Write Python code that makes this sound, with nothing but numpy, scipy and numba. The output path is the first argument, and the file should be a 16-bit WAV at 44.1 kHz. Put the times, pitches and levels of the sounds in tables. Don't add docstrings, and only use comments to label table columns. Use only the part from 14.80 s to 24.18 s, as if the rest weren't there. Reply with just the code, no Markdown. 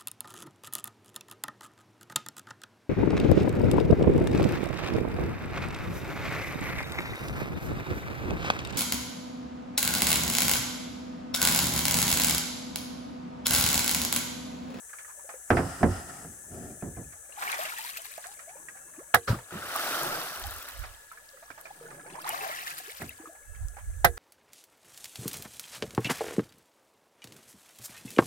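import sys
import numpy as np
from scipy import signal
from scipy.fft import rfft, irfft, next_fast_len
from scipy.io import wavfile
from scipy.ndimage import uniform_filter1d
from numba import njit

SR = 44100
rng = np.random.default_rng(int(sys.argv[2]) if len(sys.argv) > 2 else 0)


def bounce(signal):
    frames = np.transpose(np.atleast_2d(signal))
    limited = np.clip(frames, -1, 1)
    pcm = np.round(limited * 32767).astype(np.int16)
    wavfile.write(sys.argv[1], SR, pcm)


N = 413658
TIME = np.arange(N) / SR
EDGES = np.geomspace(45, 16000, 23)
BANK = [(low, high, signal.butter(2, [low, high], "band", fs=SR, output="sos"))
        for low, high in zip(EDGES, EDGES[1:])]

# [f/Hz, correlation]
LIKENESS = [(40, 1), (130, 0.97), (600, 0.75), (1400, 0.26), (3000, 0.044), (16000, 0.46)]
# [f/Hz, shared fraction of power]
WATER_LIKENESS = [(500, 1), (1500, 0.97), (2500, 0.75), (4500, 0.15), (12000, 0.23)]

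# [t/s, level/dB]
INSECTS = [(0, -45.5), (1.2, -45), (2.4, -47), (3.8, -47.5), (4.6, -50), (6.3, -57), (6.9, -59),
           (7.3, -54.5), (8.0, -53), (8.6, -53.5), (9.38, -52.5)]
# [f/Hz, level/dB]
INSECT_COLOUR = [(4400, -88), (5300, -17), (6200, -1.5), (7200, -2.5), (7800, 4), (8500, 0), (9700, 2.5),
                 (10800, -7), (13000, -10), (15500, -17)]
SINGER_S, SINGER_HOLD_S, SINGER_DB, SINGER_HZ = 7.12, 0.29, -57, 9100
# [f/Hz, level/dB]
AIR_COLOUR = [(25, -37), (50, 11.5), (100, -1), (220, -8.5), (550, -2), (1000, -8), (1400, 4), (2100, -9),
              (3500, -11), (5000, -14), (12000, -11), (16000, -8)]
# [t/s at full strength, hold/s, level/dB]
GUSTS = [(5.66, 0.01, -36.5), (6.003, 0.023, -38.5), (8.71, 0.015, -45), (8.82, 0.025, -30),
         (9.045, 0.31, -36)]
# [f/Hz, level/dB]
GUST_COLOUR = [(20, 8.5), (45, 20), (90, 15.5), (130, -6), (190, -15), (400, -41.5)]
GUST_RISE_DB_PER_S, GUST_FALL_DB_PER_S = 245, 156

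# [t/s, f/Hz]
WHINE_PITCH = [(0, 1725), (2.4, 1720), (4, 1685), (6.6, 1691), (9.38, 1680)]
WHINE_DB, WHINE_HISS_DB, WHINE_WANDER_HZ = -61.5, -61.5, 7

# [t/s, level/dB before a 7.5 dB cut, f/Hz, left minus right level/dB, left lead/ms, pat re bubble level/dB]
LAPS = [(0.131, -32, 1616, -5, -0.013, 0), (0.185, -35.5, 2230, -7, -0.15, 4),
        (0.247, -37, 1850, -19, -.1, -4), (0.29, -41, 1260, -5, -0.18, -3),
        (0.49, -31, 684, -4, -0.11, 7.5), (0.535, -39, 525, -1, -0.5, 11),
        (2.523, -39, 2790, 13, 0.32, -15), (2.607, -31, 1010, 0, 0.18, 8),
        (2.621, -21.5, 1360, -5, 0.37, -1), (2.676, -22, 2260, -2, 0.36, -17),
        (2.697, -23, 2550, -3, 0.48, 2), (2.716, -24, 3940, 9, .38, -3), (2.727, -19.5, 2220, -3, 0.33, -7),
        (2.741, -22.5, 2430, -2, 0.31, 4), (2.852, -25, 2650, -1, 0.42, 0),
        (2.92, -26.5, 1370, -1, 0.27, -7), (3.109, -36, 2680, -1, 0.36, -17),
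        (3.171, -31, 2600, -3, .37, -18), (3.379, -34.5, 800, -17, -0.26, 1),
        (3.441, -33.5, 1580, -8, -0.47, 4), (3.591, -36.5, 1690, -7, -0.18, 9),
        (3.885, -29, 1825, -7, -0.11, -6), (3.97, -43, 1550, -7, -0.11, 2),
        (4.08, -49, 1000, -10, -0.058, 5), (4.137, -45, 1750, -5, -0.021, -3),
        (4.163, -49, 2420, -3, -.1, -6), (4.478, -20, 1340, -1, -0.0097, -2),
        (4.504, -28, 914, -3, -0.022, 0), (4.522, -30, 1390, -5, -0.037, -8),
        (4.541, -28, 1133, 0, -0.045, -4), (4.587, -34, 880, -1, 0, 5), (4.706, -34, 1380, 1, 0.052, -3),
        (4.74, -35.5, 1900, -2, 0.057, -5), (4.956, -20, 1110, -4, -0.0078, -7),
        (5.638, -38, 1920, -9, 0.33, 6), (5.81, -45, 1470, -4, .1, -6), (5.876, -33.5, 1460, -6, 0.12, 14),
        (6.02, -35, 1510, -13, 0.18, -4), (6.037, -30.5, 740, -3, 0.1, 11),
        (6.315, -32.5, 1310, -2, -0.12, -3), (6.373, -36.5, 1660, -5, -0.09, -7),
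        (6.625, -42.5, 880, -3, -0.18, 6), (6.679, -43, 1190, -4, -0.3, -5),
        (6.703, -31.5, 1510, -15, -0.4, -4), (6.777, -35.5, 870, -6, -0.11, 5),
        (6.854, -36, 620, -5, -0.4, 4), (6.855, -33, 2370, -3, -0.12, -5),
        (7.103, -36, 507, -5, -0.051, 12), (7.195, -36, 1640, -4, 0.11, -5), (7.26, -38, 520, -4, 0.19, -7),
        (7.3, -39, 2580, 5, 0.29, 0), (7.352, -30, 960, -6, 0.28, 2), (7.443, -28.5, 1216, -9, 0.26, -5),
        (7.475, -25, 1960, -5, 0.23, 5), (7.713, -26.5, 2030, -6, 0.31, -16),
        (7.787, -28, 1860, -7, 0.4, -16), (7.869, -27, 1750, -6, 0.42, -15),
        (7.910, -29, 2400, -3, 0.54, -9), (8.097, -34, 2225, -5, .44, -16),
        (8.219, -29.5, 1880, -5, 0.4, -5), (8.292, -29.5, 2610, 4, 0.45, -28),
        (8.456, -33.5, 1196, -1, 0.15, -7), (8.968, -33, 776, -4, -0.15, -1)]
# [f/Hz, level/dB]
LAP_COLOUR = [(100, -33), (300, -23), (600, -1.5), (1000, -4.5), (1400, 4.5), (2300, -3.5), (3300, -21),
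              (6000, -7), (16000, -44)]
# [f/Hz, T60/s]
LAP_T60 = [(300, 0.16), (700, 0.34), (1500, 0.092), (3000, 0.19), (10000, .03)]
# [start t/s, end t/s]
ROCKING = [(0.081, 0.42), (2.25, 3.2), (3.401, 4.3), (6.45, 9), (6.999, 7.42), (8.1, 9.0)]
RIPPLE_DB, RIPPLE_SPREAD_DB, RIPPLE_PAT_DB = -42, 1.5, 0.5
RIPPLE_PAN_DB, RIPPLE_LEAD_MS, RIPPLE_LOW_HZ, RIPPLE_HIGH_HZ = -13, -0.28, 500, 2430

# [t/s, level/dB, start f/Hz, T60/s, glide/(octaves per s), left lead/ms]
POCKETS = [(0.374, -52, 590, 0.08, -0.5, -0.3), (0.442, -48.5, 494, 0.11, 13.5, -0.26),
           (0.54, -41.5, 506, 0.093, 2, -0.035), (2.575, -44, 760, 0.058, 17, 0.16),
           (2.785, -31, 594, 0.18, 7, 0.41), (2.85, -39.5, 602, 0.088, 5, 0.33),
           (2.987, -38.5, 870, 0.099, 3, 0.27), (3.044, -40, 924, 0.053, 6, 0.22),
           (3.184, -46, 650, 0.089, 2, .27), (3.378, -37, 615, 0.031, 17, -0.27),
           (3.455, -43, 656, 0.053, 11, -0.3), (3.484, -47, 755, 0.099, 6, -0.16),
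           (3.671, -44.5, 621, 0.22, 7.5, 0), (3.755, -47, 525, 0.11, 7.5, 0.19),
           (4.175, -42, 234, 0.16, 32, 0), (4.491, -29.5, 468, 0.026, 10, 0.067),
           (4.498, -15.5, 108.6, 0.13, 2, 0.073), (4.526, -32, 148, 0.055, 4.5, -0.088),
           (4.528, -27.5, 217, 0.084, 0, -0.041), (4.541, -36, 337, 0.074, -2, 0),
           (4.561, -43, 129, 0.24, -3.5, -0.045), (4.753, -35, 194, 0.085, 4.5, 0.054),
           (5.062, -31, 660, 0.096, 26, 0.025), (5.642, -38, 786, 0.09, 3, 0.085),
           (6.532, -50, 562, 0.19, -4, -0.04), (6.622, -47.5, 610, 0.081, 11.5, 0),
           (6.905, -38.5, 764, 0.044, 12, -0.24), (7.01, -42.5, 484, 0.094, -2, 0),
           (7.048, -43, 459, 0.2, 1, 0.14), (7.378, -35, 780, 0.088, 30.5, 0.24),
           (7.458, -34, 759, 0.061, 38.5, 0.16), (7.492, -35.5, 767, .08, 15, 0.039),
           (7.525, -37, 660, 0.079, 5, 0.2), (7.612, -42.5, 409, 0.2, 4.5, 0.34),
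           (7.632, -33, 754, 0.12, 2, .3), (7.66, -35, 655, 0.11, 3, 0.4),
           (7.693, -35, 634, 0.043, -1, 0.37), (8.0, -42, 720, 0.047, 6, 0.36),
           (8.071, -46.5, 323, 0.22, 23, -.1), (8.398, -43, 311, 0.17, 2, 0),
           (8.435, -47.5, 455, 0.078, 5, -.1), (8.472, -46.5, 326, 0.12, -1, 0),
           (8.49, -46, 620, 0.11, 8, -0.059)]
POCKET_SWELL_S, SWELL_S_PER_OCTAVE = 0.0019, 0.0016

# [t/s, level/dB, treble re bass level/dB, ring length factor]
KNOCKS = [(0.7039, -15, 16, 0.96), (0.7105, -21, 6, 1.6), (0.731, -23, -9, 0.8), (0.7698, -21.5, 19, 1.3),
          (0.791, -22.5, 0, 0.7), (0.846, -30.5, -36, 1.1), (1.008, -24.5, -12, 0.87),
          (1.0303, -15, 3, 0.83), (1.0362, -18, -5.5, 0.91), (1.062, -30.5, -17, 1.1),
          (1.447, -37.5, -4, 1.26), (2.024, -30.5, -8, 1.64), (2.169, -33.5, -6.5, 1.43),
          (4.722, -36.5, 4, 2.8), (6.7034, -40.5, 25, 0.16), (7.493, -54, -22, 1.1), (8.199, -40, -1, 0.59),
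          (8.2181, -36, 5, 0.96)]
# [f/Hz, level/dB]
KNOCK_COLOUR = [(26, -35), (45, -5), (70, 2.5), (226, -0.5), (321, -4.5), (369, 12), (455, -9), (488, -6),
                (536, -7), (855, -10.5), (1110, -17), (1720, -17.5), (3910, -48.5), (7880, -51),
                (12000, -52), (15600, -89), (22000, -120)]
# [f/Hz, T60/s]
KNOCK_T60 = [(70, 0.4), (200, 0.13), (500, 0.27), (1200, 0.15), (3000, 0.072), (10000, 0.14)]
# [f/Hz, bandwidth/Hz, level/dB]
RASP_MODES = [(713, 91, 3), (1353, 150, 1.5), (1845, 166, -3), (2840, 660, -15), (5220, 580, -12.5)]
# [f/Hz, level/dB, T60/s]
HULL_MODES = [(87.2, -4, 0.36), (120.7, -1.5, 0.31), (169.4, 1.5, 0.2), (225.6, -2, 0.29),
              (270.5, -4.5, 0.41), (356.3, -1.5, 0.24), (406.5, -5.5, 0.18), (486, -5.5, 0.14),
              (696, 4.5, 0.086), (1124, -7, 0.11), (1334, 0, 0.058), (1585, 8.5, 0.065), (1690, 7.5, 0.055),
              (2000, 4, 0.078), (2900, -4, 0.028)]
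KNOCK_SOFT_HZ, SLAP_THIN_HZ = 795, 457

# [t/s at full strength, hold/s, hull rumble level/dB, rasp level/dB]
SCRAPES = [(0.767, 0.19, -48.5, -39.5), (1.106, 0.062, -45.5, -42), (1.265, 0.026, -50, -46),
           (1.386, 0.06, -56, -60.5), (1.728, 0.14, -42.5, -56)]
# [f/Hz, level/dB]
RUMBLE_COLOUR = [(26, -34), (45, -6), (124, 1), (264, -2.5), (303, -5.5), (390, -2.5), (485, -12.5),
                 (700, -6.5), (910, -26), (1540, -120)]
SCRAPE_RISE_DB_PER_S, SCRAPE_FALL_DB_PER_S = 276, 94

# [t/s, length/s,
# gurgle level/dB, bubble level/dB, spray level/dB, hold factor, left lead/ms, left minus right level/dB]
LIFTS = [(2.6, .83, -36.5, -39.5, -38, 1.39, 0.342, 2.5), (7.48, .75, -35.5, -39.5, -39, 1.48, 0.398, 2.5)]
# [delay/s, hold/s before the hold factor, rise/(dB/s), fade/(dB/s)]
STREAM_COURSE = [(.005, 0.09, 65, 53), (0.015, 0.202, 147, 30), (0.016, .33, 150, 29.5)]
# [f/Hz, level/dB]
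STREAM_COLOUR = [(88, -57), (150, -21), (240, -19), (341, -14.5), (524, -22), (790, -0.5), (950, -8.5),
                 (1200, 3), (1450, 3.5), (1750, 5.5), (2300, 2), (3620, -4), (7040, -9), (15100, -5.5),
                 (16000, -15)]
DRIPS_PER_S, STREAM_FOAM_DB = 2600, 2
ONSET_DB_PER_S, DRY_UP_DB_PER_S = 240, 38

# [t/s at full strength, hold/s, level/dB, rise/(dB/s)]
TRICKLES = [(2.614, 0.024, -52, 127), (3.234, 0.26, -51.5, 90), (4.38, 0.26, -53.5, 300),
            (5.907, 0.22, -49, 73), (6.707, 0.26, -59, 120), (7.437, 0.038, -43, 72), (8.07, 0.27, -56, 90)]
TRICKLE_FALL_DB_PER_S = 112

# [t/s, level/dB before a 7.5 dB cut, centre f/Hz]
DROPS = [(2.718, -24.5, 9800), (2.7808, -30, 13000), (2.8353, -27, 9300), (3.2192, -31, 9350),
         (3.3181, -34, 12000), (3.4687, -30.5, 8200), (3.5411, -39, 9270), (4.9615, -20.5, 11800),
         (5.2326, -22.5, 9100), (5.4156, -29, 3920), (5.5977, -28, 13300), (5.6391, -29, 3650),
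         (5.668, -26, 12400), (5.7089, -26, 13500), (5.7398, -32, 13000), (5.763, -32, 12100),
         (5.7832, -32, 13600), (5.826, -31, 12300), (5.887, -28, 12000), (5.901, -34, 12500),
         (5.9484, -43, 12600), (5.9923, -32.5, 13600), (6.3225, -40, 10100), (6.49, -41, 5000),
         (6.812, -35, 11400), (7.418, -34, 11200), (7.4754, -38, 11500), (7.4916, -17.5, 10400),
         (7.5842, -41, 12500), (7.6765, -30, 10500), (7.9858, -30.5, 9570), (8.2212, -35, 13500),
         (8.293, -29.5, 13000), (8.5315, -43, 9500), (8.884, -36, 6800)]

# [t/s at their height, level/dB]
SWIRLS = [(3.85, -62.5), (4.15, -65.5), (5.29, -40.5), (7.119, -54.5), (7.329, -55), (7.62, -65),
          (7.93, -63)]
# [f/Hz, level/dB]
SWIRL_COLOUR = [(100, -4), (160, 9), (220, -5.5), (330, 7.5), (450, 0.5)]
SWIRL_RISE_DB_PER_S, SWIRL_FALL_DB_PER_S = 68, 68

# [t/s, length/s, highest f/Hz, level/dB]
WHISTLES = [(3.93, 0.29, 2670, -72.5), (8.614, 0.25, 2650, -73)]

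# [t/s, level/dB, trapped air f/Hz, left lead/ms]
SLAPS = [(4.3405, -17, 3000, 0.058), (4.3425, -9.5, 1360, .1), (4.3432, -17, 740, 0.042),
         (9.2446, -9, 815, 0.18), (9.2490, -13.5, 1780, 0.19)]
# [f/Hz, level/dB]
SLAP_COLOUR = [(59, -32), (100, 0), (416, -20), (482, -18), (570, -42), (718, 3.5), (1050, -13), (1290, 1),
               (1460, 14), (1730, -2), (2750, -23.5), (3390, -12.5), (9260, -29), (11900, -18),
               (15000, -53)]
# [f/Hz, T60/s]
SLAP_T60 = [(150, 0.026), (600, 0.1), (1300, 0.056), (3000, 0.081), (6000, 0.067), (12000, 0.16)]
SLAP_PAN_DB = -5
# [t/s, level/dB]
GULPS = [(4.470, -27), (9.369, -31)]
# [f/Hz, level/dB]
GULP_COLOUR = [(180, -1.5), (300, -16), (507, 2), (669, -12), (884, -16), (1330, -1.5), (1760, -14),
               (1970, -6), (2170, -20), (2820, -19), (4690, -18), (6620, -36), (15000, -28)]
GULP_SPIT_DB = -40
REBOUND_S, REBOUND_LOSS_DB = 0.032, 6.5
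# [t/s, level/dB, start f/Hz, T60/s]
CAVITIES = [(4.343, -28, 832, 0.16), (9.245, -25.5, 686, 0.19)]
CAVITY_OPEN_HZ, CAVITY_WIDENS_S = 466, 0.0153
# [t/s, level/dB before a 7.5 dB cut, centre f/Hz]
SNAPS = [(4.3461, -8, 11700), (9.2477, -7.5, 13700), (9.25, -11, 10800)]

SHOWER_S, SHOWER_LENGTH_S, SHOWER_DROPS_PER_S = 4.72, 1.25, 5400
# [gurgle level/dB, bubble level/dB, spray level/dB]
SHOWER_DB = (-33.5, -31, -32)
# [delay/s, hold/s, rise/(dB/s), fade/(dB/s)]
SHOWER_COURSE = [(0.37, 0.043, 36, 26), (0.28, .13, 44, 19), (0.29, 0.19, 57, 19)]
# [f/Hz, level/dB]
SHOWER_COLOUR = [(53, -47), (90, -29), (155, -22), (272, -10.5), (385, -8), (438, -11.5), (661, -2),
                 (998, -6.5), (1350, 2.5), (2230, -10), (2650, -9), (5530, -9.5), (6870, -14.5),
                 (15000, -10), (16000, -27)]
SHOWER_FOAM_DB, SHOWER_PLINK_DB = 5, -17
FOAM_POPS_PER_S, FOAM_DB, FOAM_S = 45, -60.5, 1.45

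CUTOFF_HZ = 16100


def from_db(db):
    return 10 ** (np.asarray(db) / 20)


def rms_one(x):
    return x / np.sqrt(np.mean(x ** 2) + 1e-20)


def peak_one(x, size=176):
    power = uniform_filter1d(np.atleast_2d(x) ** 2, size, mode="constant").mean(0)
    return x / np.sqrt(power.max() + 1e-20)


def at_hz(points, hz):
    f, value = np.transpose(points)
    return np.interp(np.log(np.maximum(hz, 1)), np.log(f), value)


def panned(pan_db):
    return rms_one(from_db([[pan_db / 2], [-pan_db / 2]]))


def left_leads(sound, lead_ms):
    i = np.arange(sound.shape[-1])
    return np.array([sound[0], np.interp(i - lead_ms * SR / 1000, i, sound[1], left=0)])


def add(out, s, sound):
    i = int(np.clip(round(s * SR), 0, N - 1))
    out[:, i:i + sound.shape[-1]] += sound[..., :N - i]


def drift(rate):
    return np.interp(TIME * rate, np.arange(4096), rng.standard_normal(4096))


def swell(s, hold_s, rise_db_per_s, fall_db_per_s):
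    before, after = np.maximum(s - TIME, 0), np.maximum(TIME - s - hold_s, 0)
    return from_db(-rise_db_per_s * before - fall_db_per_s * after)


def band(x, low_hz, high_hz):
    sos = signal.butter(2, [low_hz, min(high_hz, .47 * SR)], "band", fs=SR, output="sos")
    return signal.sosfilt(sos, x)


def colour(x, spectrum):
    size = next_fast_len(N, True)
    gain = from_db(at_hz(spectrum, np.fft.rfftfreq(size, 1 / SR)))
    return irfft(rfft(x, size) * gain, size)[..., :N]


def pair(alike, size=N):
    mid, side = rng.standard_normal((2, size))
    return np.sqrt((1 + alike) / 2) * mid + np.sqrt((1 - alike) / 2) * side * [[1], [-1]]


def burst(spectrum, t60s, tilt_db=0, length=1, size=26000, attack_s=0.0001):
    t, out = TIME[:size], 0
    attack = 1 - np.exp(-(t / attack_s) ** 2)
    for low, high, sos in BANK:
        hz = np.sqrt(low * high)
        decay = from_db(-60 * t / (at_hz(t60s, hz) * length))
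        rung = signal.sosfilt(sos, pair(at_hz(LIKENESS, hz), size) * attack * decay)
        treble = hz ** 2 / (hz ** 2 + 600 ** 2)
        gain = np.sqrt(high - low) * from_db(at_hz(spectrum, hz) + tilt_db * treble)
        out = out + rung / rung.std(axis=1, keepdims=True) * gain
    return peak_one(out)


def bubble(hz, t60, rise, attack_s):
    t = np.arange(int((t60 + 3 * attack_s) * SR)) / SR
    pitch = np.minimum(hz * 2 ** np.minimum(rise * t, 2), SR / 2)
    tone = np.sin(2 * np.pi * np.cumsum(pitch) / SR)
    return tone * from_db(-60 * t / t60) * (1 - np.exp(-(t / attack_s) ** 2))


@njit
def ring_all(start, hz, size, lead, pan, cycles, rise, n):
    out = np.zeros((2, n))
    for k in range(len(start)):
        life = cycles[k] / hz[k] * SR
        for ch in range(2):
            onset = start[k] * SR + ch * lead[k] * SR
            gain = size[k] * pan[k] ** (1 - 2 * ch)
            for i in range(max(int(onset) + 1, 0), min(int(onset + life), n)):
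                age = (i - onset) / life
                phase = 2 * np.pi * cycles[k] * age * (1 + rise * age)
                out[ch, i] += gain * np.exp(-6.9 * age) * np.sin(phase)
    return out


def grains(span, per_s, low_hz, high_hz, cycles, spread_db, lead_ms, scatter_ms=0.12, rise=0.15, count=16000):
    when, pitch, keep, life = rng.random((count, 4)).T
    loud, place, side = rng.standard_normal((count, 3)).T
    length_s = span[1] - span[0]
    start = span[0] + when * length_s
    rate = np.interp(start, TIME, per_s * np.ones(N))
    on = keep < rate * length_s / count
    hz = low_hz * (high_hz / low_hz) ** pitch
    size = from_db(spread_db * np.clip(loud, -2, 2)) * hz / low_hz / np.sqrt(rate)
    lead = (lead_ms + scatter_ms * place) / 1000
    pan = from_db(1.5 * side)
    cycles = cycles * (.5 + life)
    cloud = ring_all(start[on], hz[on], size[on], lead[on], pan[on], cycles[on], float(rise), N)
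    return rms_one(cloud) * np.sqrt(length_s * SR / N)


def surroundings():
    insect_gain = from_db(np.interp(TIME, *np.transpose(INSECTS)))
    insects = insect_gain * rms_one(colour(pair(alike=0.0083), INSECT_COLOUR)) * panned(pan_db=6.0)
    narrow = rms_one(band(pair(alike=0.1), SINGER_HZ / 1.06, SINGER_HZ * 1.03))
    singer = from_db(SINGER_DB) * swell(SINGER_S, SINGER_HOLD_S, 35, 25) * narrow
    air = from_db(-60.5) * rms_one(colour(pair(alike=0.49), AIR_COLOUR))
    gusts = sum(from_db(db) * swell(s, hold, GUST_RISE_DB_PER_S, GUST_FALL_DB_PER_S)
                for s, hold, db in GUSTS)
    rush = rms_one(colour(pair(alike=0.11), GUST_COLOUR))
    wind = gusts * from_db(3.2 * drift(rate=22)) * rush * panned(pan_db=-9.5)
    return insects + singer + air + wind


def whine():
    pitch = np.interp(TIME, *np.transpose(WHINE_PITCH)) + WHINE_WANDER_HZ * drift(rate=14)
    tone = np.sqrt(2) * np.sin(2 * np.pi * np.cumsum(pitch) / SR) * from_db(2.4 * drift(rate=5))
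    spectrum = [(1350, -26), (1590, -8), (1720, 1.5), (1850, -17), (2100, -19), (2500, -39)]
    hiss = rms_one(colour(pair(alike=0.1), spectrum))
    both = left_leads(np.array([tone, tone]), lead_ms=0.18)
    return from_db(WHINE_DB) * both + from_db(WHINE_HISS_DB) * hiss


def cluck(hz, lead_ms, pat_db, cluster_s=0.017, count=3, size=7000):
    out = np.zeros((2, 2 * size))
    spectrum = [(f, level - 4 * abs(np.log2(f / hz))) for f, level in LAP_COLOUR]
    add(out, 0, from_db(pat_db) * burst(spectrum, LAP_T60, size=size, attack_s=0.00062))
    for k, (late, pitch, weak) in enumerate(rng.random((count, 3))):
        later = k > 0
        f = hz * 2 ** ((2 * pitch - 1) * (.7 if later else .04))
        gain = from_db(10.0 - (6.5 + 6.3 * weak) * later)
        add(out, cluster_s * late * later, gain * bubble(f, t60=min(60 / f, .07), rise=6.6, attack_s=0.00063))
    return peak_one(left_leads(out, lead_ms))


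def lapping(count=5):
    out = np.zeros((2, N))
    wavelets = list(LAPS)
    for start, end in ROCKING:
        for k, (when, loud, pitch) in enumerate(rng.random((count, 3))):
            s = start + (end - start) * (k + when) / count
            db = RIPPLE_DB + RIPPLE_SPREAD_DB * (2 * loud - 1)
            hz = RIPPLE_LOW_HZ * (RIPPLE_HIGH_HZ / RIPPLE_LOW_HZ) ** pitch
            wavelets.append((s, db, hz, RIPPLE_PAN_DB, RIPPLE_LEAD_MS, RIPPLE_PAT_DB))
    for s, db, hz, pan_db, lead_ms, pat_db in wavelets:
        add(out, s, from_db(db - 7.5) * panned(pan_db) * cluck(hz, lead_ms, pat_db))
    murmur = grains((0, N / SR), per_s=140, low_hz=398.0, high_hz=2470, cycles=86, spread_db=0.0,
                    lead_ms=0.27, scatter_ms=0.32, rise=0.13)
    murmur = rms_one(colour(murmur, [(380, -3.0), (600, 3.5), (1500, -8.0), (2800, -4.0)]))
    return out + from_db(-62.5) * murmur * from_db(2.0 * drift(rate=2.86))


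def pockets():
    out = np.zeros((2, N))
    for s, db, hz, t60, rise, lead_ms in POCKETS:
        tone = bubble(hz, t60, rise, POCKET_SWELL_S + SWELL_S_PER_OCTAVE * abs(rise) * t60)
        tone = tone * from_db(4.2 * drift(rate=248)[:len(tone)])
        add(out, s, from_db(db) * peak_one(left_leads(np.array([tone, tone]), lead_ms)))
    return out


def hull_ring(low_hz, high_hz, size):
    t, out = TIME[:size], 0
    for hz, level, t60 in HULL_MODES:
        decay = from_db(level + rng.normal(0, 1.0) - 60 * t / t60)
        excitation = 1 / (1 + (low_hz / hz) ** 6) / (1 + (hz / high_hz) ** 2)
        out = out + excitation * decay * np.sin(2 * np.pi * hz * t) * rng.choice([-1, 1])
    return peak_one(out)


def knocks(size=26000):
    out, t = np.zeros((2, N)), TIME[:size]
    clack = 0
    for k, (hz, width, level) in enumerate(RASP_MODES):
        mode = np.exp(-np.pi * width * t) * np.sin(2 * np.pi * hz * t)
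        clack = clack + from_db(level) * mode * (-1) ** k
    clack = peak_one(clack)
    for s, db, tilt_db, length in KNOCKS:
        boom = burst(KNOCK_COLOUR, KNOCK_T60, tilt_db, length, size=size)
        soft_hz = KNOCK_SOFT_HZ * from_db(min(tilt_db, 6) / 2)
        ring = from_db(-2.0) * hull_ring(0, soft_hz, size) * min(length, 1)
        blow = from_db(-2.5) * boom + ring + from_db(-6.5 + min(tilt_db, 3)) * clack
        add(out, s, from_db(db) * blow)
    return out * panned(pan_db=-2.5)


def scrape():
    rumble, rasp = sum(from_db([[rumble_db], [rasp_db]])
                       * swell(s, hold, SCRAPE_RISE_DB_PER_S, SCRAPE_FALL_DB_PER_S)
                       for s, hold, rumble_db, rasp_db in SCRAPES)
    slips = pair(alike=0.22) * from_db(1.6 * drift(rate=86))
    tube = 0
    for k, (hz, width, db) in enumerate(RASP_MODES):
        b, a = signal.iirpeak(hz, hz / width, fs=SR)
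        tube = tube + from_db(db) * signal.lfilter(b, a, slips) * (-1) ** k
    hull = rms_one(colour(pair(alike=0.9), RUMBLE_COLOUR))
    pressure = from_db(1.8 * drift(rate=26))
    return pressure * (rumble * hull + rasp * rms_one(tube))


def foam_noise(lead_ms):
    size = next_fast_len(N, True)
    hz = np.fft.rfftfreq(size, 1 / SR)
    alike = at_hz(WATER_LIKENESS, hz)
    shared, *own = rfft(rng.standard_normal((3, size)))
    arrival = np.exp(-2j * np.pi * hz * [[0], [lead_ms / 1000]])
    return irfft(np.sqrt(alike) * shared * arrival + np.sqrt(1 - alike) * np.array(own), size)[:, :N]


def falling_water(s, length_s, levels_db, course, spectrum, drops_per_s, lead_ms, pan_db,
                  lowest_hz, foam_db, clump_db, thin_clump_db, plink_db):
    falling = swell(s, length_s, ONSET_DB_PER_S, DRY_UP_DB_PER_S)
    gurgle, fizz, spray = [from_db(db) * falling * swell(s + delay, hold, rise, fade)
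                           for db, (delay, hold, rise, fade) in zip(levels_db, course)]
    span = (s - .2, s + length_s + .3)
    inside = (TIME > span[0]) * (TIME < span[1])
    crowding = np.sqrt((span[1] - span[0]) * SR / N)
    flow = fizz / fizz.max()
    rate = drops_per_s * (.12 + flow)
    clumps = drift(rate=51)
    # lowest f/Hz, highest f/Hz, mean cycles of ringing, spread/dB, gain
    kinds = [(lowest_hz, 1100, 22, 4, gurgle), (1050, 3800, 55, 5.5, fizz), (3500, 17000, 24, 5.5, spray)]
    out = 0
    for low_hz, high_hz, cycles, spread_db, level in kinds:
        size_rate = rate * (high_hz / 9000) ** .8
        cloud = grains(span, size_rate, low_hz, high_hz, cycles, spread_db, lead_ms, scatter_ms=0.055)
        wash = from_db(foam_db) * rms_one(band(foam_noise(lead_ms), low_hz, high_hz))
        depth_db = clump_db + thin_clump_db * (1 - flow)
        gobs = from_db(depth_db * (clumps + drift(rate=74)))
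        gobs /= np.sqrt(uniform_filter1d(gobs ** 2, size=13000))
        water = rms_one(colour(cloud / crowding + wash * inside, spectrum))
        out = out + level * gobs * water * crowding
    plinks = grains(span, per_s=150, low_hz=900, high_hz=3120, cycles=90, spread_db=5.5,
                    lead_ms=lead_ms, scatter_ms=0.082, rise=0.05)
    return (out + from_db(plink_db) * fizz * plinks) * from_db(-2.0) * panned(pan_db)


def streams():
    out = 0
    for s, length, gurgle_db, bubble_db, spray_db, hold, lead_ms, pan_db in LIFTS:
        course = np.array(STREAM_COURSE) * [1, hold, 1, 1]
        out = out + falling_water(s, length, (gurgle_db, bubble_db, spray_db), course, STREAM_COLOUR,
                                  DRIPS_PER_S, lead_ms, pan_db, lowest_hz=384, foam_db=STREAM_FOAM_DB,
                                  clump_db=1.5, thin_clump_db=2.3, plink_db=-3.5)
    return out


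def trickles():
    flow = sum(from_db(db) * swell(s, hold, rise, TRICKLE_FALL_DB_PER_S) for s, hold, db, rise in TRICKLES)
    tinkle = grains((2, 9), per_s=520, low_hz=983, high_hz=5790, cycles=58, spread_db=3.5,
                    lead_ms=0.31, rise=0.04)
    spray = grains((2, 9), per_s=500, low_hz=4400, high_hz=15500, cycles=31, spread_db=3.0, lead_ms=0.305)
    return flow * (colour(tinkle, [(1700, -7.5), (3000, -5.5), (5200, -9.5)]) + from_db(-13.0) * spray)


def drops(t60=0.0098, tail_db=-20, tail_t60=0.053, size=2000):
    out, t = np.zeros((2, N)), TIME[:size]
    for s, db, hz in DROPS:
        tick = pair(0.17, size) * (from_db(-60 * t / t60) + from_db(tail_db - 60 * t / tail_t60))
        ping = np.sin(2 * np.pi * hz * t) * from_db(-60 * t * hz / 70)
        drop = peak_one(band(tick, hz / 1.31, hz * 1.44)) + from_db(-7.0) * peak_one(ping)
        add(out, s, from_db(db - 7.5) * panned(pan_db=6.5) * peak_one(left_leads(drop, lead_ms=0.18)))
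    return out


def swirl():
    churning = sum(from_db(db) * swell(s, 0, SWIRL_RISE_DB_PER_S, SWIRL_FALL_DB_PER_S) for s, db in SWIRLS)
    eddies = grains((3.5, 8.5), per_s=310, low_hz=110.6, high_hz=469, cycles=24, spread_db=0.0,
                    lead_ms=0, scatter_ms=0.045, rise=0.11)
    gurgle = grains((3.5, 8.5), per_s=120, low_hz=442, high_hz=1707, cycles=62, spread_db=3.0, lead_ms=0.27)
    return churning * (rms_one(colour(eddies, SWIRL_COLOUR)) * eddies.std() + from_db(5.0) * gurgle)


def bird():
    out = np.zeros((2, N))
    for s, length, hz, db in WHISTLES:
        u = np.linspace(0, 1, int(length * SR))
        pitch = hz * (1 - 0.14 * (u - .42) ** 2)
        whistle = np.sin(np.pi * u) * np.sin(2 * np.pi * np.cumsum(pitch) / SR)
        add(out, s, from_db(db) * peak_one(whistle))
    return out


def slaps(size=26000, count=4):
    out, t = np.zeros((2, N)), TIME[:size]
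    for s, db, hz, lead_ms in SLAPS:
        ring = hull_ring(SLAP_THIN_HZ, SR / 2, size)
        smack = np.sin(2 * np.pi * hz * t) * from_db(-60 * t * hz / 22)
        crack = burst(SLAP_COLOUR, SLAP_T60, size=size)
        blow = smack + from_db(-9.5) * crack + from_db(-11.5) * ring
        blow = left_leads(blow * (1 - np.exp(-t / 0.00037)), lead_ms)
        add(out, s, from_db(db) * panned(SLAP_PAN_DB) * peak_one(blow))
    spit_colour = [(1500, -28), (4700, -2), (6600, -11), (15000, -14)]
    for s, db in GULPS:
        for k in range(count):
            gulp = burst(GULP_COLOUR, SLAP_T60, tilt_db=-1.5 * k, length=2.6, attack_s=0.0091)
            add(out, s + k * REBOUND_S, from_db(db - k * REBOUND_LOSS_DB) * gulp)
        add(out, s, from_db(GULP_SPIT_DB) * burst(spit_colour, SLAP_T60, length=1.26, attack_s=0.03))
    return out


def cavities(size=9000):
    out, t = np.zeros((2, N)), TIME[:size]
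    for s, db, start_hz, t60 in CAVITIES:
        pitch = CAVITY_OPEN_HZ + (start_hz - CAVITY_OPEN_HZ) * np.exp(-t / CAVITY_WIDENS_S)
        pitch = pitch * (1 + 0.022 * drift(rate=160)[:size])
        level = from_db(2.2 * drift(rate=140)[:size] - 60 * t / t60) * (1 - np.exp(-t / 0.0015))
        tone = peak_one(level * np.sin(2 * np.pi * np.cumsum(pitch) / SR))
        add(out, s, from_db(db) * panned(SLAP_PAN_DB) * tone)
    return out


def snaps(t60=0.0042, tail_db=-21, tail_t60=0.043, size=3000):
    out, t = np.zeros((2, N)), TIME[:size]
    for s, db, hz in SNAPS:
        decay = from_db(-60 * t / t60) + from_db(tail_db - 60 * t / tail_t60)
        crack = pair(0.17, size) * (1 - np.exp(-t / 0.0004)) * decay
        snap = band(crack, hz / 1.07, hz * 1.08) + from_db(-7.0) * band(crack, 2000, 22000)
        add(out, s, from_db(db - 7.5) * peak_one(snap))
    return out


def shower():
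    return falling_water(SHOWER_S, SHOWER_LENGTH_S, SHOWER_DB, SHOWER_COURSE, SHOWER_COLOUR,
                         SHOWER_DROPS_PER_S, lead_ms=0.1, pan_db=0.0, lowest_hz=208.5,
                         foam_db=SHOWER_FOAM_DB, clump_db=0.55, thin_clump_db=0.0, plink_db=SHOWER_PLINK_DB)


def foam():
    s = SHOWER_S + SHOWER_LENGTH_S
    span = (s - .3, s + 1.2)
    pops = grains(span, FOAM_POPS_PER_S, low_hz=2210, high_hz=12200, cycles=45, spread_db=7.0,
                  lead_ms=0.256, rise=0.089)
    fizz = grains(span, per_s=4400, low_hz=2400, high_hz=16500, cycles=21, spread_db=3.0, lead_ms=0.235)
    course = swell(s, FOAM_S, ONSET_DB_PER_S, DRY_UP_DB_PER_S)
    return from_db(FOAM_DB) * course * (from_db(-6.0) * pops + from_db(1.5) * fizz) * panned(pan_db=1.5)


def scene():
    shore = surroundings() + whine() + bird()
    pole = knocks() + scrape() + slaps() + cavities() + snaps()
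    water = lapping() + pockets() + streams() + trickles() + drops() + swirl() + shower() + foam()
    return shore + pole + water


def record(dry):
    rounded = 1.216 * np.tanh(dry / 1.395)
    return signal.sosfilt(signal.ellip(10, .2, 80, CUTOFF_HZ, fs=SR, output="sos"), rounded)


dry = scene()
out = record(dry)
bounce(out)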